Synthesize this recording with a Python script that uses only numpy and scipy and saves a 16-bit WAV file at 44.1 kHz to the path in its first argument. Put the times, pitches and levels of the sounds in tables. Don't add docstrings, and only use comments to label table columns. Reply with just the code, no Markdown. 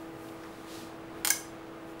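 import sys
import numpy as np
from scipy import signal
from scipy.fft import rfft, irfft
from scipy.io import wavfile
from scipy.ndimage import uniform_filter1d

SR = 44100
rng = np.random.default_rng(int(sys.argv[2]) if len(sys.argv) > 2 else 0)


def master(y):
    cut = np.clip(np.atleast_2d(y).T, -1, 1)
    pcm = np.round(cut * 32767)
    wavfile.write(sys.argv[1], SR, pcm.astype(np.int16))


def linear_from_db(decibels):
    return 10 ** (np.asarray(decibels, float) / 20)


N = 88200


def unit(x):
    return x / np.sqrt(np.mean(x ** 2))


def along(table, hz):
    table = np.array(table)
    return np.interp(np.log(np.maximum(hz, 1)), np.log(table[:, 0]), table[:, 1])


def colour(x, table):
    gain = linear_from_db(along(table, np.fft.rfftfreq(len(x), 1 / SR)))
    return irfft(rfft(x) * gain, len(x))


def band(x, hz, width):
    return signal.lfilter(*signal.iirpeak(hz, hz / width, fs=SR), x)


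def walk(rate):
    k = int(SR / rate)
    steps = np.repeat(rng.standard_normal(N // k + 1), k)
    return unit(uniform_filter1d(uniform_filter1d(steps, k), k)[:N])


def fade(t, t60):
    return (t >= 0) * np.exp(-np.log(1000) * np.maximum(t, 0) / t60)


def fridge(t):
    # f/Hz, rms level/dB
    hum_lines = [(123.3, -62.5), (246.5, -76.5), (287.6, -65.5), (328.4, -47), (428.3, -57.5), (492.8, -56),
                 (657.5, -60), (821.7, -62), (1227, -62)]
    # t/s, hum gain/dB
    load = [(0, .5), (.25, 2), (.55, -2.1), (.85, 0), (1.1, 0), (1.5, -.5), (1.75, -0.5), (2, .5)]
    # f/Hz, density/dB
    air_colour = [(40, -20), (72, -20.5), (125, -14), (330, -14.5), (1200, -19.5), (2500, -29),
                  (6000, -42.5), (15000, -50.5)]
    pulse_hz, pulse_depth = 85.2, 0.1
    turn = np.cumsum(1 + 0.0018 * walk(2.99)) / SR
    hum = 0
    for hz, db in hum_lines:
        wobble = linear_from_db(db + 2.0 + 0.7 * walk(11))
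        hum = hum + wobble * np.sin(2 * np.pi * (hz * turn + rng.random()))
    hum = hum * linear_from_db(np.interp(t, *np.array(load).T))

    air = unit(colour(rng.standard_normal(N), air_colour))
    throb = np.cos(2 * np.pi * pulse_hz * turn) + 0.38 * np.cos(2 * 2 * np.pi * pulse_hz * turn)
    mids = band(air, 1100, 3000)
    flicker = linear_from_db(-48 + 0.57 * walk(8.78))
    return hum + flicker * (air + pulse_depth * throb * mids)


def whine(t):
    return linear_from_db(-75) * np.sin(2 * np.pi * 15625 * t)


def sleeve(t):
    # peak t/s, rise/s, fall/s, level/dB, treble tilt/dB per octave
    rubs = [
        (.02, .05, 0.08, -66.5, 1),
        (.27, 0.078, 0.065, -61, 2.5),
        (.45, 0.083, 0.055, -64, -1),
        (.58, 0.077, 0.17, -62.5, -2),
        (.71, 0.029, 0.074, -54.5, -3.7),
        (.775, .04, 0.083, -53, -4),
        (1.19, 0.033, 0.036, -66.5, 2),
        (1.91, 0.034, 0.019, -63.5, 3.5),
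        (1.99, 0.0085, .05, -70, 0),
    ]
    # f/Hz, density/dB
    cloth_colour = [(1200, -22), (2200, -6.5), (4000, 1.8), (6000, -1.5), (10000, -2), (15800, -6)]
    out = 0
    for s, rise, fall, db, tilt_db in rubs:
        grains = rng.standard_normal(N) * linear_from_db(0.6 * walk(29.3))
        tilted = [(hz, v + tilt_db * np.log2(hz / 4000)) for hz, v in cloth_colour]
        cloth = unit(colour(grains, [(400, -54)] + tilted))
        swell = np.exp(-.5 * ((t - s) / np.where(t < s, rise, fall)) ** 2)
        out = out + cloth * linear_from_db(db + 1.5) * swell
    return out


def knocks(t):
    # t/s, level/dB, f/Hz, width/Hz, t60/s
    taps = [
        (.285, -52, 3020, 2500, 0.053),
        (0.435, -46, 1460, 720, 0.047),
        (.434, -58.5, 5360, 1200, .07),
        (0.449, -47, 1380, 800, .06),
        (.458, -56, 1310, 700, 0.11),
        (0.623, -55, 1290, 700, .06),
        (1.9952, -44, 3830, 1500, 0.073),
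        (1.996, -59, 8570, 2500, 0.073),
    ]
    rise_s = 0.0011
    out = 0
    for s, db, hz, width, t60 in taps:
        burst = rng.standard_normal(N) * fade(t - s, t60) * np.clip((t - s) / rise_s, 0, 1)
        out = out + linear_from_db(db) * np.sqrt(SR / width) * band(band(burst, hz, width), hz, width)
    return out


def room(x):
    # f/Hz, t60/s
    room_t60 = [(700, 0.64), (1500, 0.27), (3000, 0.47), (6000, 0.3155), (10000, 0.3861), (15000, 0.23)]
    # f/Hz, level/dB
    room_colour = [(700, 7), (1500, -1), (3000, 1.5), (6000, 4), (10000, -2.5), (15000, 3.5)]
    level_db, rise_s = -6, 0.0042
    t, tail = np.arange(SR // 2) / SR, 0
    for hz in 500 * 2 ** np.arange(0, 5.1, .5):
        noise = band(band(rng.standard_normal(len(t)), hz, hz / 2), hz, hz / 2)
        tail = tail + linear_from_db(along(room_colour, hz)) * noise * fade(t, along(room_t60, hz))
    tail = tail * (1 - np.exp(-(t / rise_s) ** 2))
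    tail = tail / np.sqrt(np.sum(tail ** 2))
    return linear_from_db(level_db) * signal.fftconvolve(x, tail)[:N]


def scrape(t, t60):
    # f/Hz, density/dB
    crack = [(200, -45), (600, -9.5), (1500, -7), (3700, -13), (5500, -10.5), (10000, -7), (16000, -13.5)]
    lead = 64
    burst = rng.standard_normal(len(t)) * fade(t - lead / SR, t60)
    return np.roll(colour(burst, crack), -lead)


def ring_modes(t, mode_hz, damping, rebound):
    hz = np.array(mode_hz)[:, None]
    width, mode_db = np.array(damping).T[:, :, None]
    share = linear_from_db(mode_db + 2 * rng.standard_normal(hz.shape)) * width
    if rebound:
        share = share * rng.choice([-1, 1], hz.shape) / (1 + (2500 / hz) ** 2)
    rise_s = 1 / hz + 0.004 * (1000 / hz) ** 2
    swell = 1 - np.exp(-t / rise_s)
    modes = share * np.sin(2 * np.pi * hz * t) * np.exp(-np.pi * width * t) * swell
    return modes.sum(axis=0) / np.sqrt(np.sum(share ** 2))


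def knife():
    contact_s = [1.2479, 1.2503, 1.2515, 1.2521, 1.2554, 1.2727, 1.2732, 1.2742, 1.2780, 1.2805, 1.2882,
                 1.30345, 1.3056, 1.3076, 1.3118, 1.3225]
    # level/dB, scrape level/dB, scrape t60/s, grip (0 edge, 1 rocking, 2 flat)
    contacts = [(-11, -3, 0.017, 0), (-33, -12, 0.013, 0), (-18, -15, 0.0039, 0), (-17, -17, 0.01, 0),
                (-23.5, 1, 0.037, 0), (-15, -5, .02, 1), (-16.5, 3, 0.0064, 1), (-23.5, -5, 0.026, 1),
                (-21.5, 3, 0.022, 1), (-41, -13, 0.044, 1), (-20, -16, 0.014, 1), (-4.5, -16.5, 0.0097, 2),
                (-7, -17, .02, 2), (-17, -2, 0.008, 2), (-26, 7, 0.0093, 2), (-29, -16, .03, 2)]
    edge_hz = [836, 1477, 2190, 2410, 3370, 4350, 5150, 7150, 8850, 9800, 11030, 12040, 13300, 14550]
    # width/Hz, level/dB
    edge = [(55, 6), (80, 1), (80, 2), (130, -7.5), (200, -2), (180, -5.5), (249, -6.5), (300, -6),
            (302, -3.5), (250, -17), (277.78, -15), (250, -8), (300, -20), (250, -9)]
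    rock_hz = [1620, 2208, 2720, 4430, 5300, 6750, 7600, 8400, 10300, 11800, 13800, 14600]
    # width/Hz, level/dB
    rock = [(220, 6), (130, 4), (200, -0.5), (300, -10), (400, -4.5), (400, 4.5), (300, -5), (300, 0),
            (400, -21), (500, -6.5), (400, -19), (300, -12)]
    flat_hz = [1617, 2180, 3050, 5050, 5280, 5950, 6230, 6700, 7500, 9470, 10200, 11400, 14230, 14520]
    # width/Hz, level/dB
    flat = [(55.4, 5), (98, -2), (170, -12.5), (180, -7.5), (198, -9), (220, -10), (260, 0), (250, -13.5),
            (400, -6.5), (220, -4), (350, -12), (400, -11), (300, -8.5), (220, -11.5)]
    grips = [(edge_hz, edge), (rock_hz, rock), (flat_hz, flat)]
    out, t, last = np.zeros(N), np.arange(4096) / SR, -1
    for s, (db, scrape_db, t60, grip) in zip(contact_s, contacts):
        grip = int(round(grip))
        mode_hz, damping = grips[grip]
        ringing = ring_modes(t, mode_hz, damping, rebound=grip == last)
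        hit = ringing + linear_from_db(scrape_db + 5.5) * scrape(t, t60)
        i, last = int(s * SR), grip
        out[i:i + len(t)] += linear_from_db(db) * hit
    return signal.sosfilt(signal.butter(2, 500, "high", fs=SR, output="sos"), out)


def scene():
    t, blade = np.arange(N) / SR, knife()
    return (fridge(t) + whine(t) + sleeve(t) + knocks(t) + room(blade) + blade)[None]


def roll_off(x):
    return signal.sosfilt(signal.butter(12, 16960, fs=SR, output="sos"), x)


def record(dry):
    top_hz, spill_hz = 15800, 16600
    x = dry[0] + linear_from_db(-73) * rng.standard_normal(N)
    low = colour(x, [(top_hz - 60, 0), (top_hz + 40, -80)])
    spill = 32 * uniform_filter1d(low ** 2, size=64) * (x - low)
    spill = colour(spill, [(spill_hz, 0), (spill_hz + 300, -30)])
    return roll_off((low + spill)[None])


dry = scene()
out = record(dry)
master(out)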